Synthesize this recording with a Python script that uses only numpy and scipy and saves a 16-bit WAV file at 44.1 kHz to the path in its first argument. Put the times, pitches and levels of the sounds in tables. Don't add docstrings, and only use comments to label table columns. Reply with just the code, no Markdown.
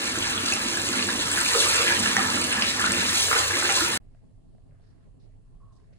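import sys
import numpy as np
from scipy import signal
from scipy.fft import rfft, irfft, next_fast_len
from scipy.io import wavfile
from scipy.ndimage import uniform_filter1d

SR = 44100
rng = np.random.default_rng(int(sys.argv[2]) if len(sys.argv) > 2 else 0)


def log_audio(samples):
    frames = np.atleast_2d(samples).T
    limited = np.clip(frames, -1, 1)
    pcm = np.round(limited * 32767).astype(np.int16)
    wavfile.write(sys.argv[1], SR, pcm)


def invert_db(x):
    u = np.asarray(x, float) / 20
    return 10 ** u


N = 263982
CUT_S, RESUME_S = 3.9765, 4.0005

# time_s, force_db, fanning_db (spread on the hand), pocket_hz (air pocket under it)
FLOW = [(0.0, -33, -1, 295), (0.6, -34, 0, 290), (1.0, -33, 0.5, 270), (1.28, -32.5, -0.5, 255),
        (1.36, -30.5, 1.5, 275), (1.48, -32, 4, 270), (1.54, -30.5, 3.5, 440), (1.64, -28.5, 4, 400),
        (1.82, -28.5, 0, 440), (2.02, -28.5, -1, 234), (2.35, -29.5, -3.5, 245), (2.75, -34, 1.5, 258),
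        (3.0, -29, -2.5, 260), (3.16, -31, 6, 276), (3.28, -31.5, 5, 453), (3.6, -30.5, -0.5, 375),
        (3.76, -31, 3.5, 426), (3.97, -30.5, 0, 290)]
# level_db at mean force, force_share, fanning_share
LAYERS = [
    (-44.5, 0.43, -.3),
    (-41.5, 0.33, -0.99),
    (-30.5, 1, 0.038),
    (-31.5, 0.98, 0.89),
]
LAYER_HZ = [100, 320, 1500, 6000]
# pitch_hz, level_db per band
RUSH_COLOUR = [(25, -16.5), (40, -35.5), (65, -14), (100, -11), (155, -10), (220, -11.5), (450, -11.5),
               (700, -12.5), (1100, -6), (1700, -10), (2700, -3), (5000, -2.5), (9000, -4.5),
               (13500, -12.5), (14900, -12.5), (15700, -18.5)]
# pitch_hz, bubbles_per_s in a band, bubble_share (0-1), ring_cycles, flicker_db, largest_db
GRAIN = [(61, 44, 0.34, 24, 0.5, 13.5), (301.3, 70, 0.4, 20, 0.1, 14), (1405, 130, .7, 41, 0.9, 12.5),
         (2804, 220, .6, 40, 1, 9), (5190, 500, .5, 20, 1.26, 8.5), (11460, 1100, 0.8, 12, 0.5, 9)]
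# start_s, length_s, lift_db, pitch_hz
CHURNS = [(.18, .03, 4, 303), (.9, .1, 5, 271.2), (1.03, .17, 3.5, 290), (1.34, 0.07, 3.5, 1600),
          (1.72, .14, -2, 1200), (2.4, .1, -4, 1700), (2.25, .1, -2.5, 250), (3.15, 0.13, -3, 1300),
          (1.84, .05, -3.5, 540), (1.5, 0.03, 8.5, 1312), (1.55, 0.047, 6.5, 415), (1.85, 0.065, 1.5, 1700),
          (2.17, 0.068, 6.5, 1200), (2.5, 0.094, 5.5, 1780), (2.795, 0.075, 5, 1450), (2.88, 0.074, 6, 240),
          (2.94, .04, 1, 1800), (3.326, .05, 4.5, 1280), (3.36, 0.39, -5, 210), (3.5, .15, 1.5, 1500),
          (3.79, .05, 1, 1400), (3.81, .06, -1, 330), (0.16, 0.27, 2.5, 2920), (0.47, .28, 0, 2700),
          (.93, 0.28, 0.5, 2800), (2.03, 0.047, 2, 2880), (2.2, 0.2, -3, 1600), (2.6, 0.11, 3.5, 2500),
          (2.6, 0.16, 1, 4400), (3.33, .06, 1.5, 1900), (3.3, 0.12, 3, 780), (3.5, 0.069, -1, 3100),
          (3.0, 0.034, 3.5, 2000), (3.07, .1, 1.5, 1700), (1.7, .2, 3, 2200), (3.86, .1, -2, 4300),
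          (1.45, .2, 2, 4100), (.25, .2, 2.5, 1200), (.03, .07, 0.5, 2600)]
BAND_EDGES = 22 * 2 ** np.arange(0, 9.7, 1 / 3)
MEAN_FORCE_DB, SPLASH_HZ = -30.5, 1650


def rush():
    force_db, fanning_db, pocket_hz = in_time(FLOW)
    layers_db = [db + a * (force_db - MEAN_FORCE_DB) + b * fanning_db for db, a, b in LAYERS]
    out, white = 0, rng.standard_normal((2, N))
    gurgle = np.log2(pocket_hz)
    splash = np.log2(SPLASH_HZ) + 0.11 * drift(2.7)
    churn_db = bursts(CHURNS, attack_s=0.012, release_s=0.034, octaves=0.62)
    surge, near, spatter = drift(6.1), drift(15), drift(90)
    any_size = invert_db(4.3 * rng.exponential(1, N))
    for k, (low, high) in enumerate(zip(BAND_EDGES, BAND_EDGES[1:])):
        hz = np.sqrt(low * high)
        per_s, share, cycles, flicker_db, largest_db = at_hz(GRAIN, hz)
        share = np.clip(share, 0, 1)
        near = 0.5 * near + 0.63 * drift(21)

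        sizes = np.minimum(any_size, invert_db(largest_db))
        draw = rng.random(N) * SR / per_s
        small = sizes * (draw < 0.5)
        large = sizes * (draw < 1) * (draw >= 0.5)
        bubbles = ring(small, hz * 1.058, cycles / hz) - ring(large, hz * 0.942, cycles / hz)
        turbulence = rms_one(band(white[k % 2], low, high))
        water = np.sqrt(1 - share) * turbulence + np.sqrt(share) * rms_one(bubbles)

        level_db = blend(layers_db, LAYER_HZ, hz) + at_hz(RUSH_COLOUR, hz)[0] + churn_db(hz)
        level_db = level_db + flicker_db * (0.6 * surge + 1.4 * near + 1.3 * spatter * (hz > 3000))
        if 130 < hz < 3500:
            level_db = level_db + 8.94 * np.exp(-((np.log2(hz) - gurgle) / 0.56) ** 2)
            level_db = level_db + 4 * np.exp(-((np.log2(hz) - splash) / 0.28) ** 2)
        out = out + water * invert_db(level_db)
    return out


# start_s, peak_db, pitch_hz, t60_s
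GULPS = [(0.431, -17, 282, 0.054), (0.603, -27.5, 248, 0.1), (0.889, -15.5, 337, 0.053),
         (0.958, -23.5, 241.7, 0.16), (1.549, -19, 464, 0.1), (1.798, -28, 458, 0.076),
         (1.879, -23.5, 336, 0.084), (1.997, -20.5, 226, 0.11), (2.1, -21.5, 220, 0.05),
         (2.179, -15.5, 763, 0.036), (2.389, -17, 252, 0.039), (2.569, -23, 223.5, 0.094),
         (2.874, -23.5, 232, 0.11), (2.979, -21, 184, 0.11), (3.355, -19, 452, 0.059),
         (3.53, -26, 347, 0.11), (3.629, -19, 336, 0.059), (3.771, -22, 1014, 0.071),
         (3.815, -16, 323.5, 0.072), (1.656, -19, 1170, 0.045), (1.906, -20, 910, 0.031),
         (3.025, -23.5, 907, 0.028), (3.36, -22.5, 810, 0.036), (3.455, -21, 1140, 0.031),
         (3.568, -19, 1140, 0.028), (3.636, -22, 1150, .025), (3.695, -16, 800, 0.028)]
# start_s, peak_db, pitch_hz, t60_s
PLOPS = [(0.156, -20, 1580, 0.012), (0.242, -24.5, 2220, 0.02), (0.523, -12, 2560, 0.016),
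         (0.772, -21, 1630, 0.034), (0.936, -20.5, 1450, 0.022), (1.025, -16.5, 4270, 0.034),
         (1.089, -15.5, 1620, 0.018), (1.375, -14.5, 1600, 0.02), (1.462, -15, 2430, 0.016),
         (1.906, -13.5, 1680, 0.018), (2.059, -13, 1730, 0.015), (2.167, -5, 1860, 0.011),
         (2.37, -23, 1450, 0.013), (2.604, -19, 1740, 0.0075), (2.794, -18.5, 1700, 0.022),
         (2.842, -12, 1410, 0.023), (2.909, -17, 1690, 0.012), (2.806, -17.5, 1320, .02),
         (2.859, -17.5, 1420, .015), (2.872, -17.5, 1400, .015), (2.575, -18, 1760, .02),
         (3.283, -18.5, 1480, .012), (1.548, -17.5, 1270, .02), (3.3136, -10.5, 1240, 0.015),
         (3.3298, -7.5, 1410, 0.0073), (3.508, -15, 1650, 0.02), (3.625, -15.5, 1500, 0.0192),
         (3.651, -15.5, 1608, 0.02), (3.692, -11, 1400, 0.011), (3.808, -13.5, 1450, 0.015)]
# start_s, peak_db, pitch_hz, t60_s
SPLATS = [(0.526, -21.5, 2440, 0.008), (1.0256, -16, 4250, 0.0088), (1.329, -15.5, 7920, 0.0086),
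          (1.339, -16, 7900, 0.008), (1.489, -8.5, 4184, 0.0046), (1.5856, -18.5, 8290, 0.004),
          (2.5273, -11.5, 2700, 0.0066), (2.6217, -7, 2578, 0.0051), (2.938, -14, 2618, 0.0099),
          (3.393, -22.5, 8600, 0.008), (.188, -16, 6100, .005), (.378, -14, 3330, 0.0091),
          (.4605, -17, 5650, .005), (.4855, -11.5, 4500, 0.0069), (.537, -15, 5400, 0.0095),
          (.961, -20, 2050, .008), (.993, -20, 2710, .01), (1.025, -15.5, 2796, 0.0093),
          (1.2585, -16, 5490, 0.0045), (1.411, -19, 3020, 0.0074), (1.618, -14.5, 3045, 0.0055),
          (1.880, -14, 2380, 0.0099), (2.059, -16, 2760, 0.0087), (2.419, -17, 2503, .008),
          (2.452, -19, 2790, 0.0066), (2.5715, -17.5, 5330, .005), (2.623, -8.5, 4850, 0.0045),
          (2.6235, -14, 3000, 0.011), (2.8225, -15, 3060, .008), (2.908, -16, 4100, 0.0067),
          (2.9205, -14, 5470, 0.0049), (3.013, -17, 6240, 0.0036), (3.131, -17, 2390, .008),
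          (3.329, -14, 2036, .007), (3.540, -15, 2116, 0.0087), (3.6925, -11.5, 2037, .007),
          (3.697, -15, 2790, 0.0074)]
# start_s, peak_db, pitch_hz
TICKS = [(.187, -18.5, 7540), (0.5234, -12.5, 6460), (0.5258, -18.5, 7000), (.5395, -15.5, 8890),
         (0.773, -17, 8380), (0.817, -14, 7180), (0.889, -13, 6980), (1.0697, -16, 7340),
         (1.218, -20.5, 7600), (1.3158, -10, 8100), (1.3818, -17, 8940), (1.4122, -9, 8100),
         (1.5153, -21.5, 8000), (1.761, -13.5, 8090), (1.9975, -11.5, 8210), (2.167, -11, 5930),
         (2.4151, -14, 8190), (2.4406, -15, 8400), (2.4942, -23.5, 8490), (2.526, -13.5, 8810),
         (2.813, -22.5, 8900), (2.8638, -18, 8150), (2.92, -9, 8100), (3.209, -12.5, 9200),
         (3.6334, -18.5, 8210), (3.6951, -18, 8350), (3.7234, -13.5, 8000), (1.6096, -15, 8000),
         (1.6994, -15, 8100)]


def drops():
    gulps = sum(bubble(s, db + 0.5, hz, t60, rise=0.04, onset=3.2) for s, db, hz, t60 in GULPS)
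    plops = sum(bubble(s, db + 0.33, hz, t60, rise=0.028, onset=0.2) for s, db, hz, t60 in PLOPS)
    splats = sum(bubble(s, db + 1.5, hz, t60, rise=0.064, onset=0.35) for s, db, hz, t60 in SPLATS)
    ticks = sum(bubble(s, db + 1.0, hz, 0.0055, rise=0.23, onset=0.3) for s, db, hz in TICKS)
    return gulps + plops + splats + ticks


# pitch_hz, width_hz, level_db
TUB = [(63.4, 12, 4.5), (93.5, 9.4, 9.5), (202.4, 4, 8.5), (229.5, 6, 0.5), (249.1, 6, 6.5),
       (293.2, 7.3, 0.5), (347, 4.1, 9), (453.6, 16, 1), (484.7, 6.5, 6), (558.4, 5.9, 9.5), (631, 5.3, 7),
       (788, 13, 3), (930, 10, 2), (1017, 10, -1), (1309, 16, -3.5), (1390, 8, 2), (1707, 14, 3),
       (1774, 9, 3.5), (2500, 14, -1.5), (4010, 30, -5.5), (2736, 210, -8), (4300, 150, -20)]


def tub(x):
    return x + resonate(x, TUB)


def tiles(x, room_t60_s=0.21):
    hz, frames, z = signal.stft(x, SR, nperseg=512)
    keep = invert_db(-120 * 256 / SR / room_t60_s)
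    power = np.abs(z) ** 2
    settled = np.mean(power[:, :20], axis=1, keepdims=True)
    lingering = signal.lfilter([0, 1 - keep], [1, -keep], power, zi=settled)[0]
    noise = signal.stft(rng.standard_normal((2, N)), SR, nperseg=512)[2]
    return signal.istft(np.sqrt(lingering) * noise / np.std(noise), SR, nperseg=512)[1][:, :N]


# pitch_hz, right_lead_rad, direct_share (0-1), left_minus_right_db
PORTS = [(30, 0, .8, .4), (250, .25, .97, -2.8), (500, .9, .8, -3), (800, 2.7, .3, -3.5),
         (1200, 3.8, .15, -3), (1700, 5.0, .65, -.6), (2150, 4.0, .25, -.6), (2500, 3.35, .7, -1.5),
         (3100, 3.3, .85, -1), (4000, 4.4, .72, .1), (4950, 3.14, .82, .3), (8300, 0, .95, .1),
         (12850, -3.14, .95, .1), (15500, -6.28, .7, .1)]
PORT_LAG_S = 1 / 8300


def ports(wide, near):
    size = next_fast_len(N + SR)
    hz = np.fft.rfftfreq(size, 1 / SR)
    f, *columns = np.transpose(PORTS)
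    lead, direct, tilt_db = [np.interp(hz, f, c) for c in columns]
    direct = np.clip(direct, 0, 1)
    side = np.array([[-0.5], [0.5]])
    straight = np.sqrt(direct) * rfft(wide, size) * np.exp(1j * side * lead)
    straight += rfft(near, size) * np.exp(-2j * np.pi * side * hz * PORT_LAG_S)
    scattered = np.sqrt(1 - direct) * rfft(tiles(wide + invert_db(1.5) * near), size)
    resonances = rfft(tub(np.eye(1, SR)[0]), size)
    return irfft((straight + scattered) * resonances * invert_db(-side * tilt_db), size)[:, :N]


# start_s, peak_db, pitch_hz, left_minus_right_db
POPS = [(4.065, -72, 572, -0.5), (4.148, -59, 647, 0.5), (4.312, -64, 592, -1.0), (4.38, -66, 646, 2.0),
        (4.549, -60, 652, -0.5), (4.583, -59.5, 651, -2.0), (4.693, -62, 546, 0.5), (4.721, -60, 573, 0.5),
        (4.746, -64, 576, -1.0), (4.797, -64, 651, 1.5), (5.072, -61, 536, -1.0), (5.298, -65, 595, 3.0),
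        (5.927, -61, 539, 4.5)]
# start_s, peak_db, pitch_hz
SNAPS = [(4.087, -72, 1370), (4.138, -70, 2100), (4.149, -63, 2600), (4.1486, -62, 1200),
         (4.582, -68, 1950), (5.63, -68, 750), (4.622, -69, 2700), (4.7103, -63, 2000), (4.7978, -70, 3310),
         (5.043, -72, 4280), (5.201, -68, 4110), (5.203, -67, 4900), (5.2262, -66, 4870),
         (5.2266, -70, 8500), (5.739, -68, 5520), (5.725, -72, 4090), (4.8201, -71, 4230),
         (5.6133, -73, 4540), (5.935, -69, 4540), (5.62, -73, 2096), (5.834, -68, 2184), (5.937, -64, 1444)]


def foam():
    out = sum(bubble(s, db, hz, 0.0064, rise=0.1, onset=0.4) for s, db, hz in SNAPS)
    for s, db, hz, pan_db in POPS:
        pop = bubble(s, db + 4.0, hz, 0.03, rise=0.11, onset=0.29)
        snap_db = db + 1.2 * (db + 61) + 1.5
        snap = bubble(s, snap_db, 1500, 0.0028, rise=0.1, onset=0.35)
        out = out + (pop + snap) * invert_db(np.array([[pan_db / 2], [-pan_db / 2]]))
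    return out


# time_s, pitch_hz, level_db
SQUEAK = [
    (5.592, 1120, -80),
    (5.612, 1105, -66),
    (5.66, 1105, -70),
    (5.69, 1107, -75),
    (5.72, 1066, -72),
    (5.8, 1050, -78),
    (5.87, 1030, -88),
]


def squeak():
    hz, level_db = uniform_filter1d(in_time(SQUEAK), size=600)
    start, end = SQUEAK[0][0], SQUEAK[-1][0]
    gate = np.interp(np.arange(N) / SR, [start, start + 0.023, end - 0.03, end], [0, 1, 1, 0])
    turn = 2 * np.pi * np.cumsum(hz * (1 + 0.0197 * drift(70))) / SR
    breath = drift(90) * np.sin(turn) + drift(90) * np.cos(turn)
    tone = 0.6 * np.sin(turn) + 0.4 * breath
    tremble = 1.0 + 0.12 * drift(60) + 0.23 * drift(200)
    return gate * tone * tremble * invert_db(level_db + 6.5) * invert_db([[-1.5], [1.5]])


CALM = [-58, -69, -88.5, -91.5]
CALM_HZ = [60, 400, 2000, 5000]
# pitch_hz, level_db per band
STILL_COLOUR = [(25, -2.5), (40, -11), (65, -13), (105, -1), (200, -6.5), (400, -9.5), (800, -6.5),
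                (1300, -10), (2600, -4), (4500, -1), (7000, -3.5), (9000, 15), (11500, -5), (15000, -22)]
# pitch_hz, likeness (-1 to 1)
STILL_ALIKE = [(60, 0.38), (180, -0.38), (550, -0.065), (1650, -0.035), (4970, -0.05), (15000, 0.22)]
# start_s, length_s, lift_db, pitch_hz
FIZZES = [(4.71, 0.33, 9.5, 1450), (4.71, .15, 4, 2200), (4, .19, 5.5, 1900), (4.81, 0.1, 9, 4300),
          (5.2, .02, 14, 4300), (5.215, .035, 6, 440), (5.728, .04, 10, 4700), (5.728, .03, 7, 6900),
          (5.785, .19, 11, 1740), (5.93, .055, 9, 4700), (5.1, 0.8, 4, 27), (4.15, .1, 4, 1750),
          (5.2, .13, 7, 2100), (4.88, .16, 5, 2200), (5.93, .05, 6, 2800), (5.8, .06, 5, 5020),
          (4.95, .12, 3, 4400), (6, 0.07, 10, 1900), (5.6, 0.3, 3, 620), (5.24, 0.043, 3, 5600),
          (5.46, .1, 5, 1000), (5.42, 0.12, -7, 650), (4.2, .16, -5, 350), (5.66, .07, 9, 1300),
          (6.4, .07, 5, 860), (4.2, .33, -4, 1050), (4.2, .2, -4, 130), (5.25, .2, -3, 130),
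          (5.36, .2, -4, 300)]
# pitch_hz, width_hz, level_db
WALLS = [(150.5, 8.9, 1.5), (255, 13, 2), (394, 14, 0), (650, 20, 0)]
HISS_DB = -96.5
HUM_HZ, HUM_WIDTH_HZ, HUM_DB = 103.8, 3.7, -65


def stillness():
    out, white = 0, rng.standard_normal((2, 2, N))
    fizz_db = bursts(FIZZES, attack_s=0.008, release_s=0.06, octaves=0.45)
    crackle = drift(150)
    stir = drift(16)
    first = int(RESUME_S * SR) - SR // 2
    for k, (low, high) in enumerate(zip(BAND_EDGES, BAND_EDGES[1:])):
        hz = np.sqrt(low * high)
        mid, side = band(white[k % 2, :, first:], low, high) / np.sqrt((high - low) * 2 / SR)
        alike = np.clip(at_hz(STILL_ALIKE, hz)[0], -1, 1)
        pair = np.sqrt(1 + alike) * mid + np.sqrt(1 - alike) * side * [[1], [-1]]
        if hz < 7000:
            steady_db = blend(CALM, CALM_HZ, hz) + 1.5 * drift(10.6) + 2.2 * stir * (150 < hz < 1100)
        else:
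            steady_db = HISS_DB
        level_db = fizz_db(hz) * (1 + 0.21 * crackle) + steady_db
        out = out + pair * invert_db(level_db[first:] + at_hz(STILL_COLOUR, hz)[0])
    out = out + resonate(out, WALLS)
    hum = signal.lfilter(*signal.iirpeak(HUM_HZ, HUM_HZ / HUM_WIDTH_HZ, fs=SR), white[0, 0, first:])
    out = out + invert_db(HUM_DB) * rms_one(hum)
    return np.pad(out * invert_db([[-1.9], [-0.1]]), ((0, 0), (first, 0)))


def rumble(level_db=-63.5):
    noise = rng.standard_normal((2, N)) * [[1], [0.3]]
    mid, side = invert_db(level_db) * rms_one(band(band(noise, 21, 30), 20, 31))
    return mid + side * [[1], [-1]]


def bubble(s, peak_db, hz, t60, rise, onset):
    t = np.arange(int(max(t60, 0.002) * SR)) / SR
    out, at = np.zeros(N + len(t)), round(s * SR)
    shape = invert_db(peak_db - 60 * t / t60) * (1 - np.exp(-t * hz / onset))
    out[at:at + len(t)] = shape * np.sin(2 * np.pi * hz * (t + rise * t ** 2 / t60))
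    return out[:N]


def ring(clicks, hz, t60):
    r, w = invert_db(-60 / (t60 * SR)), 2 * np.pi * hz / SR
    return signal.lfilter([1, 0, -1], [1, -2 * r * np.cos(w), r * r], clicks + 1e-18)


def resonate(x, rows):
    return sum(invert_db(db) * signal.lfilter(*signal.iirpeak(hz, hz / width, fs=SR), x) for hz, width, db in rows)


def bursts(rows, attack_s, release_s, octaves):
    t = np.arange(0, N, 32) / SR
    shapes = []
    for s, length, db, _ in rows:
        corners = [s - attack_s, s, s + length, s + length + release_s]
        shapes.append(db * np.interp(t, corners, [0, 1, 1, 0]))
    shapes, pitches = np.array(shapes), np.array(rows)[:, 3]

    def lift_db(hz):
        nearness = np.exp(-(np.log2(hz / pitches) / octaves) ** 2)
        return np.repeat(nearness @ shapes, 32)[:N]
    return lift_db


def drift(rate):
    r = np.exp(-80 * np.pi * rate / SR)
    slow = signal.lfilter([1], [1, -2 * r, r * r], rng.standard_normal(N // 40 + 2002))[2000:]
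    return np.interp(np.arange(N) / 40, np.arange(len(slow)), rms_one(slow))


def in_time(rows):
    s, *columns = np.transpose(rows)
    return np.array([np.interp(np.arange(N) / SR, s, c) for c in columns])


def at_hz(rows, hz):
    f, *columns = np.transpose(rows)
    return [np.interp(np.log(hz), np.log(f), c) for c in columns]


def blend(curves, centres, hz):
    place = np.interp(np.log(hz), np.log(centres), np.arange(len(centres)))
    k = min(int(place), len(centres) - 2)
    return curves[k] + (place - k) * (curves[k + 1] - curves[k])


def rms_one(x):
    return x / np.sqrt(np.mean(x ** 2) + 1e-20)


def band(x, low, high):
    return signal.sosfilt(signal.butter(2, [low, high], "band", fs=SR, output="sos"), x)


def scene():
    t = np.arange(N) / SR
    fade_db = np.interp(t, [CUT_S - 0.0015, CUT_S, CUT_S + 0.015, CUT_S + 0.016], [0, -38, -55, -120])
    water = signal.sosfilt(signal.butter(4, 58, "high", fs=SR, output="sos"), ports(rush(), drops()))
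    tap = water + rumble()
    dull = signal.sosfilt(signal.butter(2, 2500, fs=SR, output="sos"), tap)
    tap = np.where(t < CUT_S, tap, dull) * invert_db(fade_db)
    return tap + (stillness() + foam() + squeak()) * np.clip((t - RESUME_S) / 0.001, 0, 1)


THIN_BANDS = [96, 108, 120, 132, 144, 160, 176, 196, 216, 240, 264, 292, *range(320, 800, 32)]
# pitch_hz, spared_db
SPARED = [(13000, 0), (13700, 0), (13900, 3), (15100, 3), (15300, -2.5), (16000, -2.5)]
SHARP_HITS = [.519, .775, 1.312, 1.332, 2.166, 2.42, 2.925]


def thin_stereo(dry, margin_db, wobble_db, faint_db):
    pair = np.array([dry[0] + dry[1], dry[0] - dry[1]]) / 2
    hz, frames, z = signal.stft(pair, SR, nperseg=2048)
    kept = np.ones(z.shape)
    loud_db = 10 * np.log10(np.mean(np.abs(z[:, 140:510]) ** 2, axis=(0, 1)) + 1e-24)
    faint_db = faint_db + 0.61 * (loud_db + 66.5)
    spared_db = np.interp(hz, *np.transpose(SPARED))
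    for low, high in zip(THIN_BANDS, THIN_BANDS[1:]):
        power = np.mean(np.abs(z[:, low:high]) ** 2, axis=1) + 1e-24
        spread_db = wobble_db * (1 + 0.9 * (10900 < hz[low] < 13700))
        gap_db = 10 * np.log10(power / power[::-1]) + spread_db * rng.standard_normal(power.shape)
        if hz[low] < 7000:
            gap_db = gap_db + 5 * uniform_filter1d(rng.standard_normal(power.shape), size=5) + 1.5
        floor_db = faint_db - spared_db[low + 16] - 4 + 2 * rng.standard_normal(power.shape)
        too_faint = (10 * np.log10(power) < floor_db) & (hz[low] > 11000)
        dropped = too_faint | (gap_db < -margin_db - 4 * (hz[low] < 7000))
        kept[:, low:high] = ~dropped[:, None]
    line_floor = invert_db(faint_db - np.maximum(spared_db, 0)[:, None])
    kept *= (np.abs(z) > line_floor) | (hz < 11000)[:, None]
    kept[:, :, np.abs(frames - RESUME_S - 0.02) < 0.035] = 1
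    mid, side = signal.istft(z * np.maximum(kept, invert_db(-60)), SR, nperseg=2048)[1][:, :N]

    to_hit_s = np.min(np.abs(np.arange(0, N, 32)[:, None] / SR - SHARP_HITS), axis=1)
    whole = 0.55 * np.repeat(np.clip((0.011 - to_hit_s) / 0.004, 0, 1), 32)[:N]
    whole[int((CUT_S - 0.006) * SR):int((RESUME_S + 0.03) * SR)] = 1
    return whole * dry + (1 - whole) * np.array([mid + side, mid - side])


def top_cut(x):
    return signal.sosfilt(signal.butter(12, 16470, fs=SR, output="sos"), x)


def record(dry):
    dry = signal.sosfilt(signal.cheby2(24, 60, 16100, fs=SR, output="sos"), dry)
    mix = thin_stereo(dry, margin_db=7.6, wobble_db=1.6, faint_db=-74)
    return top_cut(mix)


dry = scene()
out = record(dry)
log_audio(out)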